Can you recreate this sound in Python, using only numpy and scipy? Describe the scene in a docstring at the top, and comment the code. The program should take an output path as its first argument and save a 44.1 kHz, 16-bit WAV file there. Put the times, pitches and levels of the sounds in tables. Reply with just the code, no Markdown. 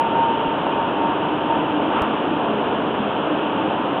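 """An even rumble with a high whine on top: riding an escalator down a long metal-lined tunnel.
The rumble comes from the steps and rollers. The drive gears whine and hum, with extra tones
beside them spaced by the turning shaft, and the frame drones and throbs as the chain runs.
Now and then a step scuffs or rings, and a few soft bumps sound close by.
The sound also has one tiny dry click."""
import sys
import numpy as np
from scipy import signal
from scipy.fft import rfft, irfft
from scipy.io import wavfile

SR = 44100
rng = np.random.default_rng(int(sys.argv[2]) if len(sys.argv) > 2 else 0)


def put_to_file(sound):
    """Save the sound as 16-bit audio at rate SR, in the file named by the first command-line argument."""
    columns = np.atleast_2d(sound).T  # one column per channel
    safe = np.clip(columns, -1, 1)
    whole_steps = np.round(safe * 32767)
    wavfile.write(sys.argv[1], SR, whole_steps.astype(np.int16))


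N = 176400
T = np.arange(N) / SR


def from_db(db):
    """Turn decibels into a number to multiply a sound by."""
    return 10 ** (np.asarray(db) / 20)


def rms_one(x):
    """Scale a signal so its average size (rms) is 1."""
    return x / np.sqrt(np.mean(x ** 2) + 1e-20)


def level(rows):
    """Join (t/s, level/dB) points into a volume curve."""
    return from_db(np.interp(T, *np.transpose(rows)))


def drift(rate):
    """A smooth random wander of about size 1; a higher rate wanders faster."""
    hop, warm_up = 100, 1000
    pole = np.exp(-2 * np.pi * rate * hop / SR)
    white = rng.standard_normal(N // hop + warm_up + 2)
    slow = signal.lfilter([1], [1, -2 * pole, pole * pole], white)[warm_up:]
    return np.interp(np.arange(N) / hop, np.arange(len(slow)), rms_one(slow - slow.mean()))


def noise(spectrum):
    """Noise shaped by (f/Hz, level/dB) points and fading beyond both ends; rms 1."""
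    hz, db = np.transpose(spectrum)
    f = np.maximum(np.fft.rfftfreq(N, 1 / SR), 1)
    shape = from_db(np.interp(np.log(f), np.log(hz), db))
    edges = np.minimum(1, hz[-1] / f) ** 10 * np.minimum(1, f / hz[0])
    return rms_one(irfft(rfft(rng.standard_normal(N)) * shape * edges, N))


def flicker(x, depth_db, rate):
    """Let each octave of a sound waver in level on its own."""
    octave = np.log2(np.clip(np.fft.rfftfreq(N, 1 / SR), 64, 4096))
    spectrum = rfft(x)
    bands = (irfft(spectrum * np.maximum(0, 1 - abs(octave - k)), N) for k in range(6, 13))
    return sum(band * from_db(depth_db * drift(rate)) for band in bands)


def tone(hz, waver_db=1.2, jitter_hz=0.8):
    """A machine tone that wavers in level and pitch as the tunnel's echoes shift; rms 1."""
    phase = 2 * np.pi * (np.cumsum(hz + jitter_hz * drift(6)) / SR + rng.random())
    return rms_one(np.sin(phase) * from_db(waver_db * np.tanh(drift(2.5))))


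# the pitches in the frame's drone: f/Hz, relative level/dB
FRAME_SPECTRUM = [(240, -31), (278, -1.5), (300, -5), (320, -1.5), (355, -30.5)]
# how loud the frame drones: t/s, level/dB
FRAME_LOUDNESS = [(0, -50.5), (.5, -34.5), (1, -32), (1.3, -33.5), (1.75, -27.5), (2.05, -37),
                  (2.35, -29.5), (2.65, -36), (2.85, -32), (3.3, -32), (4, -35)]
def frame_drone():
    """The frame shakes along with the hum, throbbing unevenly as the chain runs."""
    throb_hz = 22 + 2.5 * drift(4.5)
    throb = 1 + 0.44 * np.cos(2 * np.pi * np.cumsum(throb_hz) / SR)
    return level(FRAME_LOUDNESS) * rms_one(noise(FRAME_SPECTRUM) * throb)


# each ring of a step: t/s, level/dB, f/Hz
STEP_RINGS = [(2.55, -28, 412), (2.56, -30.5, 215), (2.98, -32.5, 407), (3.07, -32.5, 208.6)]
def step_rings(swell_s=0.095):
    """A step swells into a brief ring and fades again."""
    return sum(from_db(db) * np.exp(-((T - s) / swell_s) ** 2) * tone(hz) for s, db, hz in STEP_RINGS)


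# the pitches in a scuff: f/Hz, relative level/dB
SCUFF_SPECTRUM = [(200, -18), (450, -5.5), (700, -5), (1150, 0.5), (1600, -9.5), (2100, -18), (2800, -12.5),
                  (3500, -22), (4400, -62.5), (7000, -82.5)]
# each scuff: t/s, hold/s, level/dB
STEP_SCUFFS = [(1.057, 0.022, -33), (1.899, 0.074, -24)]
def step_scuffs(rise_s=0.044, fade_s=0.6):
    """A step rubs the side panel, and the sound dies away in the tunnel."""
    volume = np.zeros(N)
    for s, hold_s, db in STEP_SCUFFS:
        rise = np.clip((T - s) / rise_s, 0, 1)
        fading_for = np.maximum(T - s - rise_s - hold_s, 0)
        volume += from_db(db) * rise * from_db(-60 * fading_for / fade_s)
    return volume * noise(SCUFF_SPECTRUM)


# each bump: t/s, level/dB before its rise and fade, f/Hz, time to fade by 60 dB/cycles
SOFT_BUMPS = [(.472, -19, 52, 2.5), (.667, -4.5, 834, 10.4), (1.085, -31, 44.6, 3), (2.013, -8, 80, 3.1),
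              (3.001, -13.5, 238, 22), (3.626, -37, 85, 5)]
def bumps(rise_cycles=0.47):
    """Thuds and taps: a soft contact starts a vibration that quickly dies."""
    out = np.zeros(N)
    for s, db, hz, ring_cycles in SOFT_BUMPS:
        cycles = np.maximum(T - s, 0) * hz
        contact = 1 - np.exp(-(cycles / rise_cycles) ** 2)
        fade = from_db(-60 * cycles / ring_cycles)
        out += from_db(db) * contact * fade * np.sin(2 * np.pi * cycles)
    return out


def click(at_s=2.021, dull_hz=2000):
    """One tiny dry click: a single spike with its treble softened."""
    spike = np.zeros(N)
    spike[int(at_s * SR)] = from_db(-19.5)
    return signal.lfilter([1], [1, -np.exp(-2 * np.pi * dull_hz / SR)], spike + 1e-18)


# faint steady tones of the machinery: f/Hz, level/dB
FAINT_TONES = [(60, -61.5), (87, -58), (415, -43.5), (899.5, -41)]
def motor_tones(hz=996, beat_s=0.43, peak_at_s=1.19):
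    """Two close motor tones pulse as they slip in and out of step, over fainter machine tones."""
    beat = np.cos(np.pi * (T - peak_at_s) / beat_s)  # splits one tone into a close pair
    pair = from_db(-36) * tone(hz, waver_db=-2.4, jitter_hz=0.98) * beat
    return pair + sum(from_db(db) * tone(f, waver_db=5.5, jitter_hz=1.63) for f, db in FAINT_TONES)


SHAFT_HZ = 16.6  # turns of the drive shaft each second
# how loud the drive hums: t/s, level/dB
HUM_LOUDNESS = [(0, -47), (.7, -44), (.88, -36), (1.2, -31.5), (1.42, -28.5), (1.56, -32.5), (1.78, -27.5),
                (1.94, -31.5), (2.15, -28.5), (2.5, -37), (3.05, -40), (3.35, -29), (3.6, -35.5), (4, -33)]
def drive_hum(hz=301.1):
    """The drive hums low, and the turning shaft adds a weaker tone on either side."""
    sides = sum(tone(f, jitter_hz=1.63) for f in (hz - SHAFT_HZ, hz + SHAFT_HZ))
    return level(HUM_LOUDNESS) * (tone(hz) + from_db(-8.5) * sides)


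# how loud the gears whine: t/s, level/dB
WHINE_LOUDNESS = [(0, -17), (.1, -33), (.15, -21), (.22, -19.5), (.32, -23.5), (.41, -28), (.55, -29.5),
                  (.67, -31.5), (.74, -21.5), (.84, -23.5), (.95, -34.5), (1.06, -22), (1.15, -31),
                  (1.42, -31), (1.53, -24.5), (1.63, -37), (1.85, -34), (2.03, -27), (2.29, -40),
                  (2.68, -32), (2.9, -38.5), (3.3, -39.5), (3.5, -30.5), (3.72, -36), (3.95, -32), (4, -24)]
# how loud the tone just below the whine is: t/s, level/dB
SIDE_TONE_LOUDNESS = [(0, -40.5), (.4, -35), (.8, -42), (1, -42), (1.45, -40), (1.72, -31), (2, -38),
                      (2.4, -35), (2.8, -46), (3.3, -41), (3.6, -32.5), (3.9, -47)]
def gear_whine(hz=917.4, waver_db=-2.4, jitter_hz=0.98):
    """The gears give a slightly rough whine, and the turning shaft adds a tone just below it."""
    whine = level(WHINE_LOUDNESS) * tone(hz, waver_db, jitter_hz)
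    roughness = 1 + 0.21 * drift(30)
    side_tone = level(SIDE_TONE_LOUDNESS) * tone(hz - 2 * SHAFT_HZ, waver_db, jitter_hz)
    return whine * roughness + side_tone


# the pitches in the noise of the moving steps: f/Hz, relative level/dB
RUNNING_SPECTRUM = [(25, -28), (45, -27.5), (85, -13.5), (140, -4.5), (210, -1), (300, 1.4), (480, 0.2),
                    (750, 0.36), (1100, -3), (1450, -8), (1750, -13.5), (1950, -20), (2200, -20),
                    (2600, -13.5), (2950, -11.5), (3250, -15), (3550, -22.5), (3850, -34), (4100, -41.5),
                    (4400, -57), (5300, -58), (6200, -65), (7500, -75.5)]
# the pitches in the rollers' deep rumble: f/Hz, relative level/dB
ROLLER_SPECTRUM = [(60, -36), (130, -20), (215, 4), (290, -4.5), (350, -3), (420, -5.5), (560, -7.5),
                   (900, -38)]
# how loud the rollers rumble: t/s, level/dB
ROLLER_LOUDNESS = [(0, -35.5), (.7, -38), (1.5, -33), (2.2, -31.5), (2.55, -36), (2.8, -28), (3.03, -35.5),
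                   (3.25, -35), (3.55, -34.5), (4, -35)]
def steps_and_rollers():
    """The tunnel blends the moving steps into an even noise, while the rollers swell beneath it."""
    running = from_db(-22.5) * flicker(noise(RUNNING_SPECTRUM), depth_db=0.34, rate=16)
    return running + level(ROLLER_LOUDNESS) * noise(ROLLER_SPECTRUM)


def scene():
    """The escalator as heard from one step, plus the click, in one channel."""
    machine = steps_and_rollers() + gear_whine() + drive_hum() + motor_tones() + frame_drone()
    return (machine + step_rings() + step_scuffs() + bumps() + click())[None]


def record(dry):
    """Cut away the very highest treble."""
    cutoff_hz = 16000
    return signal.sosfilt(signal.cheby2(12, 70, cutoff_hz, fs=SR, output="sos"), dry)


dry = scene()
out = record(dry)
put_to_file(out)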